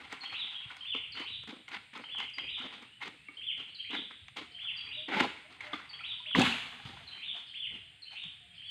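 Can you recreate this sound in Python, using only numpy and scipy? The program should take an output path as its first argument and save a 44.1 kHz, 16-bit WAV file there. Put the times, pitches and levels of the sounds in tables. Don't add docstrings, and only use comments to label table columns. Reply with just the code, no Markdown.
import sys
import numpy as np
from scipy import signal
from scipy.fft import rfft
from scipy.io import wavfile
from scipy.ndimage import uniform_filter1d

SR = 44100
rng = np.random.default_rng(int(sys.argv[2]) if len(sys.argv) > 2 else 0)


def convert_level_to_amplitude(level_db):
    exponent = np.asarray(level_db, float) / 20
    return 10 ** exponent


def output_pcm(signal):
    pcm = np.clip(np.atleast_2d(signal).T, -1, 1) * 32767
    wavfile.write(sys.argv[1], SR, np.round(pcm).astype(np.int16))


N = 383669
TIME = np.arange(N) / SR


def level(x, db):
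    return x * convert_level_to_amplitude(db) / np.sqrt(np.mean(x ** 2))


def band(x, hz, width):
    return signal.lfilter(*signal.iirpeak(hz, hz / width, SR), x)


def dull(x, low_hz, high_hz):
    return signal.sosfilt(signal.butter(2, [low_hz, high_hz], "band", fs=SR, output="sos"), x)


def modes(x, table):
    return sum((-1) ** k * convert_level_to_amplitude(db) * band(x, hz, width) for k, (hz, width, db) in enumerate(table))


def walk(rate):
    hold = int(SR / rate)
    steps = np.repeat(rng.standard_normal(N // hold + 1), hold)
    return 1.37 * uniform_filter1d(uniform_filter1d(steps, hold), hold)[:N]


def patchy(x, table, patchy_db):
    return sum(convert_level_to_amplitude(patchy_db * walk(35)) * modes(x, [mode]) * (-1) ** k for k, mode in enumerate(table))


def add(out, s, sound):
    i = int(s * SR)
    out[i:i + len(sound)] += sound[:N - i]


def swell(s, build, fade, db):
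    onset_db, fade_db = -14, -22
    fades = np.clip((TIME - s - build) / fade, 0, 4)
    rise = np.clip(1 - (TIME - s) / build, 0, 1)
    return (TIME >= s) * convert_level_to_amplitude(db + onset_db * rise + fade_db * fades), fades


# centre in Hz, width in Hz, time to fade by 60 dB in seconds, level in dB.
GROVE_ECHOES = [
    (306, 260, 0.082, 11.5),
    (1300, 2200, 0.34, -2),
    (3150, 2550, 0.96, 3),
    (4450, 2800, 0.54, -6),
    (8300, 4000, 0.92, 5.5),
]


def grove(x, wet_db):
    t = TIME[:SR]
    leaves = 0.69 * np.exp(-t / 0.038) + 1.0 * np.exp(-t / 0.31)
    trunks = 0.32 * np.exp(-((t - .1) / 0.093) ** 2)
    scatter = rng.standard_normal(SR) * convert_level_to_amplitude(1.0 * walk(75.7)[:SR])
    scatter = scatter * (1 + leaves + trunks) * np.clip(t / 0.0028, 0, 1)
    tail = sum(convert_level_to_amplitude(db - 60 * t / t60) * band(scatter, hz, width) for hz, width, t60, db in GROVE_ECHOES)
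    middle = np.sqrt(np.mean(np.abs(rfft(tail)[2000:4000]) ** 2))
    return x + convert_level_to_amplitude(wet_db) * signal.fftconvolve(x, tail / middle)[:N]


def bursts(hits, decay_s):
    out, t = np.zeros(N), TIME[:1300]
    for s, db in hits:
        add(out, s, convert_level_to_amplitude(db) * rng.standard_normal(len(t)) * np.exp(-t / decay_s) * np.clip(t / 0.0006, 0, 1))
    return out


def rings(hits, length, attack_s):
    out, t = np.zeros(N), TIME[:length]
    for s, db, hz, ring in hits:
        add(out, s, convert_level_to_amplitude(db - 60 * t / ring) * np.clip(t / attack_s, 0, 1) * np.sin(2 * np.pi * hz * t))
    return out


def crackle(strokes, body, middle, top_db, spread_db, clump_db, lingers_db):
    force, boom = np.zeros((2, N))
    for *stroke, body_db in strokes:
        gain, fades = swell(*stroke)
        force += gain
        boom += gain * convert_level_to_amplitude(body_db + lingers_db * fades)
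    force, boom = uniform_filter1d(np.array([force, boom]), size=400) * convert_level_to_amplitude(clump_db * walk(140))

    def grains():
        sizes = np.minimum(rng.exponential(size=N), 4.5)
        return rng.standard_normal(N) * convert_level_to_amplitude(spread_db * sizes + 1.2 * walk(60))

    low, mid, high = grains(), grains(), grains()
    low = dull(patchy(low, body, patchy_db=3.0), 110, 1200)
    mid = dull(patchy(mid, middle, patchy_db=1.5), 500, 4300)
    fibres = band(high, 3800, 2800) + convert_level_to_amplitude(6.5) * band(high, 6100, 1700) + convert_level_to_amplitude(-26.0) * high
    top = dull(fibres, 3700, 14000)
    return boom * level(low, -3.5) + force * (level(mid, 1.84) + level(top, top_db))


# pitch in Hz, level in dB per Hz.
AIR_TONE = [(65, -37), (110, 0.5), (188, -1.5), (531, -23), (754, -9), (947, -21.5), (1800, -4), (2120, 0),
            (2960, 0.5), (3420, -2.5), (5620, -48), (8500, -49), (10200, -32.5), (15500, -43.5)]
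# centre in Hz, width in Hz, level in dB.
INSECTS = [
    (8520, 1000, -78.5),
    (7170, 320, -87),
]


def air():
    out, (hz_at, db_at) = 0, np.transpose(AIR_TONE)
    slow = walk(0.29)
    for hz in 120 * 2 ** np.arange(0, 7.1, .4):
        flicker = (0.5 * slow + 5.3 * walk(7.7)) * (100 / hz) ** 0.7
        db = np.interp(np.log(hz), np.log(hz_at), db_at) + flicker
        noise = rng.standard_normal(N)
        for _ in range(3):
            noise = band(noise, hz, hz / 2)
        out = out + convert_level_to_amplitude(db) * noise
    insects = sum(level(band(band(rng.standard_normal(N), hz, w), hz, w), db) for hz, w, db in INSECTS)
    return level(out, -63) + insects * convert_level_to_amplitude(0.57 * walk(4.7)) + convert_level_to_amplitude(-92.5) * rng.standard_normal(N)


# start in seconds, build-up in seconds, fade in seconds, peak in dB.
PUFFS = [(.001, .011, 0.47, -66), (0.612, 0.065, 0.35, -63.5), (1.0, 0.45, 0.064, -63.5),
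         (2.101, 0.47, 0.5, -69.5), (3.2, 0.35, 0.087, -84), (3.8, 0.18, 0.064, -67),
         (4.19, 0.057, 0.28, -62), (4.55, 0.25, 0.99, -68.5), (5.12, 0.12, 0.14, -58),
         (5.6, 0.54, 0.5, -70), (6.34, 0.032, 0.37, -45.5), (6.801, 0.11, 0.2, -58),
         (7.67, 0.04, 0.26, -60), (8.17, 0.12, 0.76, -69)]


def breeze():
    rumble = dull(dull(rng.standard_normal(N), 61.4, 150), 28, 170) * convert_level_to_amplitude(2.5 * walk(13))
    calm_db = -74.5
    return level(rumble, -1.4) * (convert_level_to_amplitude(calm_db) + sum(swell(*puff)[0] for puff in PUFFS))


# start in seconds, build-up in seconds, fade in seconds, peak in dB, stalk body in dB.
STROKES = [(0.001, 0.0014, 0.07, -46, -12), (.228, 0.012, 0.052, -46, -25.5),
           (.695, 0.0097, 0.088, -48, -21.5), (.94, 0.0053, 0.11, -52, -0.5),
           (1.145, 0.053, 0.11, -45, -7.5), (1.474, 0.0032, 0.094, -44, -1.5),
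           (1.678, 0.065, 0.078, -44, -7), (1.934, 0.036, 0.18, -52.5, -5.5),
           (2.155, 0.081, 0.055, -45, -11), (2.375, 0.0056, 0.15, -51.5, 0), (2.57, 0.051, 0.059, -46, -16),
           (2.635, .02, .055, -50, 1), (2.812, 0.014, 0.053, -58, -0.5), (3.004, 0.019, 0.056, -43, -15.5),
           (3.284, 0.007, 0.085, -58.5, -4), (3.57, 0.027, 0.11, -54, -1.5),
           (3.9, 0.056, 0.068, -41.5, 0.5), (4.095, 0.023, 0.054, -54.5, -1), (4.362, 0.01, 0.074, -37, -6),
           (5.083, 0.12, 0.073, -32, 0.8), (5.225, 0.024, 0.034, -37.5, 5.5),
           (5.731, 0.0036, 0.044, -41.5, -1), (6.002, 0.0046, 0.014, -55, -32),
           (0.042, 0.078, 0.19, -47.5, -7.5), (0.31, 0.024, 1, -54, -17), (2.7, 0.029, 0.15, -49.5, -6.5),
           (4.6, 0.0085, 0.36, -60.5, -18.5), (4.75, 0.02, 0.1, -62, -19), (4.8, 0.063, 0.4, -62, -4.5),
           (5.26, 0.012, 0.38, -60, -10), (5.602, 0.0025, 0.91, -50, -20.5),
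           (7.385, 0.015, 0.052, -57.5, -16), (5.5, 0.011, 0.12, -53.5, -6), (1.95, .004, 0.076, -50, -3.5),
           (2.186, .003, 0.059, -48, -15), (3.03, 0.034, 0.069, -50.5, 2.5),
           (3.33, 0.015, 0.099, -67.5, 1.5), (1.934, 0.0028, 0.02, -53.5, -7), (2, 0.02, 0.04, -66, -4)]
# pitch in Hz, width in Hz, level in dB.
STALK = [(224, 79, 2), (306, 161, 2), (374, 47, -1), (443, 72, -5)]
# pitch in Hz, width in Hz, level in dB.
BLADE = [(806, 152, -6), (1034, 170, -3.5), (1385, 268, -4.5), (2080, 322, -1), (3240, 1360, -7)]


def sawing():
    return crackle(STROKES, STALK, BLADE, top_db=-27.5, spread_db=4.0, clump_db=2.0, lingers_db=6.5)


# start in seconds, middle range in dB.
TAPS = [(.0094, -52), (.0444, -51), (.2344, -33), (.3248, -27.5), (.7047, -37), (0.9464, -30.5),
        (1.5279, -51), (1.7483, -51), (2.0368, -29.5), (2.146, -29.5), (2.2194, -46), (2.655, -43),
        (3.0106, -39.5), (3.028, -40), (4.1073, -34), (4.6545, -51), (5.0895, -40), (5.7305, -55.5),
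        (6.011, -39), (6.3107, -33), (6.3485, -26.5), (6.3735, -30.5), (6.7994, -35.5), (6.8944, -37),
        (6.9685, -40), (7.3694, -52), (8.1397, -53)]


def taps():
    ring = modes(bursts(TAPS, decay_s=.0055), BLADE)
    return convert_level_to_amplitude(5.0) * dull(dull(ring, 600, 2300), 450, 2600)


# start in seconds, peak in dB, pitch in Hz, ring in seconds.
CLINKS = [(5.925, -62.5, 1200, .08), (6.006, -36, 1350, .04), (7.35, -47.5, 706, 0.077),
          (7.005, -52.5, 680, .06), (5.5, -56, 730, .06), (6.2, -46.5, 990, 0.07),
          (3.285, -48.5, 1200, 0.072), (1.432, -50, 1350, 0.04), (.236, -47, 800, .07),
          (.322, -45, 800, .05), (.055, -48, 800, .05), (2.6, -45, 252, 0.13), (5.74, -33.5, 288, 0.07),
          (6.795, -48, 820, .06), (6.932, -44, 806, 0.048), (6.968, -43, 1000, 0.045)]


def clinks():
    return grove(rings(CLINKS, SR // 4, attack_s=.004), -1.0)


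# start in seconds, middle range in dB, treble in dB.
SNAPS = [(0.1249, -23.5, -30), (0.7669, -32, -37), (1.1532, -33, -49), (1.197, -53, -40.5),
         (1.4352, -37.5, -47), (1.475, -52, -44), (1.68, -31, -46), (1.6871, -35, -40), (1.937, -44, -46),
         (1.9756, -39, -38), (2.184, -55, -34), (2.201, -20.5, -39), (2.299, -49, -43), (2.383, -20.5, -42),
         (2.592, -34, -42.5), (2.823, -45, -43), (3.0779, -31.5, -36.5), (3.576, -47, -52),
         (3.9075, -49, -44), (3.931, -39, -57), (4.282, -32, -48), (4.368, -27, -35.5), (4.97, -47, -59),
         (5.2061, -8.5, -24.5), (5.6086, -29, -42), (6.394, -12.5, -18.5), (6.416, -14.5, -17),
         (8.237, -41, -46), (.44, -54, -66.5), (4.4094, -58, -57), (5.6237, -45, -52), (3.605, -52, -51),
         (3.64, -55, -57), (3.682, -53, -55), (4.11, -46, -58), (6.3735, -40, -34), (6.355, -38, -32.5),
         (6.93, -47.5, -49)]


def snaps():
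    treble = bursts([(s, db) for s, _, db in SNAPS], decay_s=0.0031)
    middle = bursts([(s, db) for s, db, _ in SNAPS], decay_s=0.0031)
    top = dull(band(treble, 8000, 3300), 3500, 6530) + convert_level_to_amplitude(-29) * dull(treble, 10500, 16000)
    return top + convert_level_to_amplitude(6.0) * dull(modes(middle, BLADE), 380, 3800)


# start in seconds, body in dB.
KNOCKS = [(0.1254, -27), (0.443, -34.5), (0.948, -20.5), (1.435, -45), (1.475, -50), (1.5271, -26.5),
          (2.198, -37), (2.383, -63), (2.823, -44), (3.076, -46), (3.906, -54), (3.931, -28), (4.109, -36),
          (4.367, -42), (4.4108, -29.5), (5.0913, -37), (5.2061, -17), (5.7305, -65), (6.31, -41),
          (6.3479, -19), (6.3723, -28), (6.3934, -22), (6.893, -29)]


def knocks():
    return convert_level_to_amplitude(9.0) * dull(modes(bursts(KNOCKS, decay_s=0.0034), STALK), 130, 1100)


# start in seconds, peak in dB, pitch in Hz, ring in seconds.
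CRACKS = [(.126, -41, 1894, 0.046), (0.7042, -38, 1455, 0.038), (1.975, -37, 1300, 0.022),
          (2.222, -39, 2110, 0.045), (2.383, -30, 2100, 0.029), (2.61, -43, 1360, 0.043),
          (1.68, -41, 2150, 0.055), (1.745, -44, 2144, .05), (1.749, -38, 996, .04),
          (3.045, -42, 2160, 0.16), (3.288, -54, 290, 0.12), (8.135, -51, 854, 0.055),
          (8.237, -55, 854, 0.036), (3.015, -37, 2145, 0.049), (3.285, -41, 2225, 0.052),
          (4.652, -46, 1380, 0.041), (5.115, -32, 800, 0.046), (5.136, -32, 900, 0.045),
          (5.167, -30, 873, 0.1), (5.18, -32, 900, 0.045), (5.203, -22, 1950, .025),
          (5.2065, -19.5, 2200, 0.022), (5.203, -24, 900, 0.036), (5.207, -21.5, 252, 0.074),
          (5.222, -25, 303, 0.034), (5.244, -25, 824, 0.037), (5.606, -37, 2145, .05),
          (5.734, -31, 1200, 0.041), (5.736, -31.5, 2115, 0.033), (5.733, -27.5, 3440, 0.022),
          (6.3495, -5.5, 1954, 0.0074), (6.3484, -22.5, 1126, 0.026), (6.356, -24, 1000, 0.03),
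          (6.404, -24.5, 541, 0.045), (6.3855, -13, 260, .045), (6.395, -23, 791, 0.032),
          (6.3985, -14, 1500, 0.007), (6.437, -25, 260, 0.06), (6.4, -24, 254, .08),
          (6.856, -47, 1300, 0.028), (6.89, -41, 3300, .04), (6.409, -20.5, 783, 0.035),
          (6.417, -18, 2630, 0.032), (6.426, -22, 850, 0.025), (6.467, -26, 2905, 0.044),
          (6.524, -22, 2700, 0.022), (8.69, -43, 3050, 0.018)]


def cracks():
    return dull(rings(CRACKS, SR // 10, attack_s=0.001) * convert_level_to_amplitude(2.6 * walk(400)), 150, 9000)


def whistle(length, start_hz, top_hz, end_hz, db, turn, loudest=0.55, swell_db=0, onset=2.6, curl=1.5,
            attack=.0021, push_db=0, release=0.00052):
    u = np.arange(int(length * SR)) / (length * SR)
    up = top_hz - (top_hz - start_hz) * np.clip(1 - u / turn, 0, 1) ** onset
    down = (top_hz - end_hz) * np.clip((u - turn) / (1.001 - turn), 0, 1) ** curl
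    edges = np.clip(u * length / attack, 0, 1) * np.clip((1 - u) * length / release, 0, 1)
    main_push = swell_db * np.exp(-((u - loudest) / 0.18) ** 2)
    early_push = push_db * np.exp(-((u - .14) / 0.11) ** 2)
    return convert_level_to_amplitude(db + main_push + early_push) * edges * np.sin(2 * np.pi * np.cumsum(up - down) / SR)


def glide(length, start_hz, end_hz, db, turn=.95, **shape):
    return whistle(length, start_hz, end_hz, end_hz, db, turn=turn, **shape)


def voice(x):
    x = x * convert_level_to_amplitude(1.9 * walk(150))
    return 1.034 * x + 0.96 * band(x, 3010, 900)


# start in seconds, start pitch in Hz, end pitch in Hz, level in dB.
FALLS = [(.207, 4540, 4170, -44), (1.12, 4930, 4110, -43), (2.335, 4900, 4745, -45.5),
         (3.747, 4820, 3870, -43), (4.766, 4810, 4580, -42), (5.892, 4790, 4400, -45),
         (7.071, 4450, 3930, -42), (8.02, 4496, 4080, -46), (8.668, 4450, 4500, -55)]
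# start in seconds, level in dB.
CHIPS = [(0.806, -46), (2.04, -47.5), (3.368, -44), (4.545, -48.5), (6.211, -48), (7.494, -47),
         (8.578, -47)]
# length in seconds, start pitch in Hz, end pitch in Hz.
CHIP = (.013, 2750, 3200)
# start in seconds, length in seconds, top pitch in Hz, level in dB, tick in dB.
ARCH_SONGS = [(0.845, 0.12, 3548, -44, -55.5), (2.082, 0.14, 3443, -46.5, -55),
              (3.41, 0.12, 3503, -44.5, -60), (4.583, 0.14, 3485, -45.5, -56), (6.253, .12, 3486, -43, -61),
              (7.534, 0.15, 3493, -46, -55), (8.616, 0.13, 3393, -51, -57)]


def near_bird():
    out = np.zeros(N)
    for s, *note in FALLS:
        add(out, s, glide(.017, *note, turn=1.4))
    for s, db in CHIPS:
        add(out, s, glide(*CHIP, db, turn=0.87, attack=0.003))
    for s, length, top_hz, db, _ in ARCH_SONGS:
        add(out, s, whistle(length, 1300, top_hz, 1758, db, turn=.36, loudest=0.63, swell_db=7.0, onset=3.1,
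                            curl=1.7, release=.012, attack=0.0091, push_db=1.5))
    return voice(out)


# start in seconds, length in seconds, top pitch in Hz, level in dB.
RISES = [(0.24, 0.026, 3250, -44.5), (1.152, 0.0212, 3066, -44), (2.377, 0.025, 3220, -42.5),
         (3.783, 0.025, 3200, -43.5), (4.796, 0.025, 3340, -45), (5.929, .018, 3320, -44),
         (7.106, 0.025, 3150, -46.5), (8.05, 0.027, 3100, -48)]
# start in seconds, hook delay in seconds, top pitch in Hz, level in dB, grace note in dB.
HOOK_SONGS = [(.234, 0.1, 3950, -46.5, -45), (1.152, .101, 3987, -50, -51.5),
              (2.378, 0.089, 3900, -49, -42), (3.78, 0.102, 3940, -48.5, -44),
              (4.793, 0.11, 3855, -50.5, -44), (5.931, .098, 3908, -50, -45),
              (7.112, 0.098, 3734, -48.5, -50), (8.052, 0.096, 3745, -51, -51)]
# length in seconds, start pitch in Hz, end pitch in Hz.
GRACE = (0.018, 1750, 2500)
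# start in seconds, length in seconds, then start, top and end pitch in Hz.
LONE_HOOK = (.51, .135, 2500, 3338, 2100)
# length in seconds, start pitch in Hz, end pitch in Hz.
TICK = (0.009, 5500, 4150)
# start in seconds, length in seconds, start pitch in Hz, end pitch in Hz, level in dB.
STRAYS = [(3.628, .015, 1800, 2300, -59), (3.657, .018, 2100, 3000, -57), (3.678, .035, 2900, 4400, -62),
          (4.498, .018, 3000, 3060, -58), (4.528, .012, 3050, 3100, -59), (4.78, .012, 4500, 3900, -58),
          (4.903, .025, 2100, 2950, -47.5), (8.5, .02, 3250, 3260, -61), (8.522, .04, 2000, 3450, -58),
          (8.64, .03, 4500, 4510, -64)]
# start in seconds, length in seconds, start pitch in Hz, end pitch in Hz, level in dB.
FAR = [
    (2.84, .15, 2450, 3050, -66),
    (3.1, .24, 2200, 2750, -68),
]


def deep_birds():
    out = np.zeros(N)
    for s, length, top_hz, db in RISES:
        add(out, s, glide(length, 1800, top_hz, db, turn=0.805, onset=2.785, attack=0.0074))
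    for s, hook, top_hz, db, grace_db in HOOK_SONGS:
        add(out, s + hook - .039, glide(*GRACE, grace_db))
        add(out, s + hook, whistle(0.102, 1700, top_hz, 2856, db, turn=.42, loudest=0.79, swell_db=7.5,
                                   onset=2.1, curl=2.2, attack=0.007, push_db=6.5))
    add(out, LONE_HOOK[0], whistle(*LONE_HOOK[1:], db=-55, turn=.62, loudest=.35, swell_db=8))
    for s, _, _, _, tick_db in ARCH_SONGS:
        add(out, s - .066, glide(*TICK, tick_db, turn=1.2))
    for s, *note in STRAYS + FAR:
        add(out, s, glide(*note))
    return voice(out)


# start in seconds, peak in dB, pitch in Hz, ring in seconds.
THUDS = [
    (0.321, -51, 99, 0.1),
    (0.657, -36, 106, 0.051),
    (1.176, -58, 138, 0.12),
    (6.388, -18, 120.5, 0.054),
    (6.853, -23.5, 108, 0.031),
    (7.741, -59.5, 98.2, 0.11),
    (8.252, -42, 152, 0.083),
]


def thuds():
    out, t = np.zeros(N), TIME[:SR // 2]
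    for s, db, hz, ring in THUDS:
        swing = np.sin(2 * np.pi * hz * (t + 0.0031 * (1 - np.exp(-t / 0.007))))
        add(out, s, convert_level_to_amplitude(db - 60 * t / ring) * np.clip(t / 0.011, 0, 1) * swing)
    return out


# start in seconds, length in seconds, start pitch in Hz, end pitch in Hz, level in dB.
COOS = [(4.962, .12, 605, 620, -62.5), (5.44, .15, 570, 750, -66), (5.63, 0.12, 600, 600, -65.5),
        (7.82, 0.11, 640, 680, -77), (8.4, .1, 730, 700, -69.5), (8.62, 0.033, 620, 610, -80),
        (6.255, .05, 700, 600, -70), (4.86, 0.059, 420, 430, -77), (4.46, .05, 700, 710, -69),
        (4.54, 0.085, 720, 690, -69.5), (7.92, .06, 800, 690, -73), (3.17, .05, 710, 700, -78)]


def dove():
    out = np.zeros(N)
    for s, *note in COOS:
        add(out, s, glide(*note, turn=0.94, attack=0.012, release=0.018))
    return grove(out * convert_level_to_amplitude(4.0 * walk(40)), wet_db=8.5)


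# time in seconds, level in dB.
MATE_VIEW = [
    (0, -1.5),
    (3.5, -5),
    (6, 1.5),
    (7, -7),
    (8, -10),
]


def birds():
    near, deep = near_bird(), deep_birds()
    hidden = deep * (convert_level_to_amplitude(np.interp(TIME, *np.transpose(MATE_VIEW))) - 1)
    duet = grove(convert_level_to_amplitude(-3.5) * near, wet_db=4.5) + grove(convert_level_to_amplitude(-2.5) * deep, wet_db=5.5)
    return duet + convert_level_to_amplitude(-5.0) * hidden + dove()


# start in seconds, build-up in seconds, fade in seconds, peak in dB, body in dB.
CRASH = [(6.348, 0.0051, 0.049, -36, 6.5), (6.355, 0.032, .12, -32.5, 9), (6.4, 0.052, 0.12, -33.5, -26),
         (6.53, 0.0092, 0.82, -51.5, -7.5), (6.845, 0.0076, 0.14, -54.5, 1),
         (6.95, 0.04, 0.32, -63.5, -14.5), (7.1, 0.071, 0.05, -61, -3.5), (7.335, 0.029, 0.082, -53, -11),
         (7.708, 0.041, 0.068, -57.5, 5), (8.105, 0.02, 0.12, -56, -23), (8.21, 0.054, 0.17, -66.5, -9)]
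# pitch in Hz, width in Hz, level in dB.
GROUND = [(152, 69, -4), (242, 39, 2), (318, 130, -5), (372, 33, -2.5), (470, 72, -10.5)]
# pitch in Hz, width in Hz, level in dB.
LITTER = [(800, 390, -0.69), (1900, 1400, -0.5), (3440, 1150, 1.6)]


def crash():
    return crackle(CRASH, GROUND, LITTER, top_db=-20.5, spread_db=4.0, clump_db=1.0, lingers_db=-1.5)


def scene():
    work = grove(sawing() + taps() + snaps() + knocks() + cracks(), -7.5)
    landing = grove(crash(), -0.6) + thuds()
    return (air() + breeze() + work + clinks() + birds() + landing)[None]


def roll_off(x):
    return signal.sosfilt(signal.butter(12, 15690, fs=SR, output="sos"), x)


def record(dry):
    mix = dry - .5 * band(dry, 5620, 900.0)
    return roll_off(mix)


dry = scene()
out = record(dry)
output_pcm(out)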